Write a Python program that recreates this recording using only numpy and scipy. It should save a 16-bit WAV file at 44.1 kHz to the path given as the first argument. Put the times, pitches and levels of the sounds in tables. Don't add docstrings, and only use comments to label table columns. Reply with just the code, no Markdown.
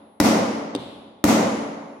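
import sys
import numpy as np
from scipy import signal
from scipy.fft import rfft, irfft
from scipy.io import wavfile
from scipy.ndimage import map_coordinates

SR = 44100
rng = np.random.default_rng(int(sys.argv[2]) if len(sys.argv) > 2 else 0)


def wav_out(sig):
    wavfile.write(sys.argv[1], SR, np.round(np.clip(np.atleast_2d(sig).T, -1, 1) * 32767).astype(np.int16))


N = 88200
T = np.arange(2 * SR + SR // 4) / SR
BIN_HZ = np.fft.rfftfreq(len(T), 1 / SR)


def amp(db):
    return 10 ** (np.asarray(db) / 20)


def along(points, hz):
    freqs_hz, values = np.transpose(points)
    return np.interp(np.log(hz + 1), np.log(freqs_hz + 1), values)


def fade(t, t60_s):
    return np.exp(-np.log(1000) * t / t60_s)


def add(out, x, start_s):
    i = round(start_s * SR)
    x = x[..., max(-i, 0):out.shape[-1] - i]
    out[:, max(i, 0):max(i, 0) + x.shape[-1]] += x


# freq_hz, correlation
ROOM_CORRELATION = [(60, 0.8), (130, 0.89), (280, 0.91), (500, 0.6), (1000, 0.033), (10000, 0)]
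def noise(spectrum, correlation=ROOM_CORRELATION):
    angle = np.arccos(np.clip(along(correlation, BIN_HZ), -1, 1)) / 2
    shaped = rfft(rng.standard_normal((2, len(T)))) * amp(along(spectrum, BIN_HZ))
    mid, side = irfft(shaped * [np.cos(angle), np.sin(angle)], len(T))
    pair = np.array([mid + side, mid - side])
    return pair / pair.std()


# freq_hz, density_db
AIR_SPECTRUM = [(25, -8), (80, -6), (240, 3), (900, -17), (2000, -47), (8000, -33), (15000, -60)]
def room_air(level_db=-68):
    return amp(level_db) * noise(AIR_SPECTRUM)[:, :N]


def swell(onset_s=0.0017, middle_s=0.043, width_s=0.0062, early_db=-8.5):
    early = amp(early_db)
    build = (1 + np.tanh((T - middle_s) / width_s / 2)) / 2
    return np.minimum(T / onset_s, 1) * (early + (1 - early) * build)


# freq_hz, t60_s
REVERB_DECAY = [(60, 1.23), (250, 1.477), (900, 1.638), (2000, 1.3), (4000, 1.084), (7000, 0.93),
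                (10000, 0.59), (15000, 0.43)]
def reverb(spectrum):
    hz, t, frames = signal.stft(noise(spectrum), SR, nperseg=512)
    decay = fade(t, along(REVERB_DECAY, hz)[:, None])
    _, tail = signal.istft(frames * decay, SR, nperseg=512)
    return tail[:, :len(T)] * swell()


# pitch_hz, level_db, t60_s
ROOM_RESONANCES = [(220.1, -22, 1.71), (284.8, -21, 1.51), (319.3, -23, 1.05), (368.3, -33, 1.07),
                   (559, -28, 1.4)]
def room_modes():
    return swell() * sum(amp(db) * np.sin(2 * np.pi * (hz * T + rng.random())) * fade(T, t60_s)
                         for hz, db, t60_s in ROOM_RESONANCES)


def boom(level_db=-18.5, start_hz=320.6, sag_hz_per_s=1000, peak_s=0.072, width_s=0.044):
    cycles = start_hz * T - sag_hz_per_s * T ** 2 / 2
    return amp(level_db) * np.sin(2 * np.pi * cycles) * np.exp(-((T - peak_s) / width_s) ** 2)


# freq_hz, density_db
BLOOM_SPECTRUM = [(100, -30.5), (200, 0.5), (330, -1), (420, -12), (570, 1.5), (750, -13.5), (1500, -24),
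                  (8000, -58)]
def bloom(level_db=-22.5, peak_s=0.217, width_s=0.031):
    return amp(level_db) * noise(BLOOM_SPECTRUM) * np.exp(-((T - peak_s) / width_s) ** 2)


# freq_hz, density_db
BLOW_REVERB = [(25, -46), (70, -28), (103, -16), (145, -16), (195, -3.5), (285, -3), (350, -10.5),
               (540, -7.5), (750, -9.5), (1100, -13.5), (1700, -21.5), (2050, -18), (2700, -24),
               (5600, -27), (9500, -30), (12000, -30.5), (15500, -40.5)]
def blow_tail(diffuse_db=-13.5):
    return amp(diffuse_db) * reverb(BLOW_REVERB) + room_modes() + boom() + bloom()


def with_wall(x, delay_s=0.0107, echo_db=-10.5):
    out = x.copy()
    add(out, amp(echo_db) * x, delay_s)
    return out


def punch_ring(pitch_hz=10660, level_db=-44, t60_s=1.41, waver_per_s=8.06, depth=0.64, pan_db=3):
    waver = depth * np.array([map_coordinates(knots, [T * waver_per_s], mode="wrap")
                              for knots in rng.standard_normal((4, 128))])
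    phase = 2 * np.pi * pitch_hz * T
    tone = (1 + waver[:2]) * np.sin(phase) + waver[2:] * np.cos(phase)
    return amp(level_db) * tone * amp([[pan_db], [-pan_db]]) * swell() * fade(T, t60_s)


def knock(modes, rise_s=0.00076):
    t = T[:SR // 2]
    ringing = sum(amp(db) * np.cos(2 * np.pi * hz * t) * fade(t, t60_s) for hz, db, t60_s in modes)
    return np.pad(-np.minimum(t / rise_s, 1) * ringing, (0, len(T) - len(t)))


def crack(spectrum, level_db, contact_s=0.0023, t60_s=0.0083, correlation=0.067):
    envelope = fade(np.maximum(T - contact_s, 0), t60_s)
    return amp(level_db) * noise(spectrum, [(1000, correlation)]) * envelope


# freq_hz, density_db
TAP_CRACK_SPECTRUM = [(100, -25), (600, -1), (1800, -25), (3500, 7.5), (6000, -5), (10500, -11),
                      (15000, -29)]
TAP_REVERB = [(35, -14), (100, 2.5), (160, -5.5), (290, 7), (600, -6), (1500, -33), (2400, -12.5),
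              (3600, -3), (4400, -12), (6000, -31), (8500, -20), (10500, -34.5), (15000, -35)]
# pitch_hz, level_db, t60_s
SHANK_MODES = [(2814, -28.5, 0.021), (3330, -27, 0.018), (3680, -22, 0.018), (4480, -30, 0.026),
               (8500, -26, 0.0095)]
TAP_DESK_MODES = [(124, -33, 0.53), (188, -29, 0.19), (288.7, -12.5, 0.085), (390, -20, 0.098),
                  (478, -20.5, 0.075), (717, -26, 0.037)]
def tap(contact_db, reverb_db, ring_db):
    steel = crack(TAP_CRACK_SPECTRUM, level_db=-26.5) + knock(SHANK_MODES)
    low_cut = signal.butter(2, 173, "high", fs=SR, output="sos")
    contact = signal.sosfilt(low_cut, with_wall(steel) + knock(TAP_DESK_MODES))
    tail = amp(-37) * reverb(TAP_REVERB)
    return amp(contact_db) * contact + amp(reverb_db) * tail + amp(ring_db) * punch_ring()


def desk_heave(pitch_hz=56.7, level_db=-33.5, peak_s=0.02, ear_phase_rad=1):
    sway = np.sin(2 * np.pi * pitch_hz * T + np.array([[ear_phase_rad], [-ear_phase_rad]]))
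    return amp(level_db) * sway * (T / peak_s) ** 2 * np.exp(2 - 2 * T / peak_s)


def steel_colour(x, zing_hz, treble_db, zing_db=4.5, width_hz=1080, shelf_hz=11200):
    zing = np.exp(-((BIN_HZ - zing_hz) / width_hz) ** 2)
    shelf = 1 / (1 + np.exp((shelf_hz - BIN_HZ) / 1000))
    return irfft(rfft(x) * amp(zing_db * zing + treble_db * shelf), len(T))


# freq_hz, density_db
BLOW_CRACK_SPECTRUM = [(60, -9), (200, -18), (500, 7), (1500, 0.5), (2600, -5.5), (6000, -9), (10000, -10),
                       (15000, -13.5)]
# pitch_hz, level_db, t60_s
CLANK_MODES = [(1434, -15.5, 0.017), (1964, -16.5, 0.026), (3860, -21, 0.017), (4470, -30, 0.018)]
BLOW_DESK_MODES = [(90.8, -24, 0.2), (111.7, -24, 0.26), (220, -12, .12), (293.6, -7.5, 0.12),
                   (563, -14.5, 0.046), (820, -20, 0.04)]
def blow(tail, contact_db, reverb_db, clank_db, ring_db, zing_hz, treble_db):
    steel = crack(BLOW_CRACK_SPECTRUM, level_db=-14.5) + amp(clank_db) * knock(CLANK_MODES)
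    contact = with_wall(steel) + knock(BLOW_DESK_MODES) + desk_heave()
    strike = amp(contact_db) * contact + amp(reverb_db) * tail + amp(ring_db) * punch_ring()
    return steel_colour(strike, zing_hz, treble_db)


# start_s, contact_db, reverb_db, ring_db
LIGHT_TAPS = [(-.32, -5, -8.5, -15), (0.7501, -1.5, 0.5, -18)]
# start_s, contact_db, reverb_db, clank_db, ring_db, zing_hz, treble_db
HARD_BLOWS = [(-0.84, 0, -2, 0, 3, 3800, 7), (.2008, -0.5, 0.5, 3, -6, 5650, 1.5),
              (1.2402, 0.5, 0.65, -10.5, -2.5, 6520, 2)]
def scene(pan_db=0.2):
    tail = blow_tail()
    out = room_air()
    for start_s, *settings in HARD_BLOWS:
        add(out, blow(tail, *settings), start_s)
    for start_s, *settings in LIGHT_TAPS:
        add(out, tap(*settings), start_s)
    return out * amp([[pan_db], [-pan_db]])


LOW_CUT_HZ, TOP_HZ = 46, 16000
def record(dry):
    thinned = signal.sosfilt(signal.butter(2, LOW_CUT_HZ, "high", fs=SR, output="sos"), dry)
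    clipped = thinned / (1 + np.abs(thinned) ** 8) ** (1 / 8)
    return signal.sosfilt(signal.ellip(10, .1, 90, TOP_HZ, fs=SR, output="sos"), clipped)


dry = scene()
out = record(dry)
wav_out(out)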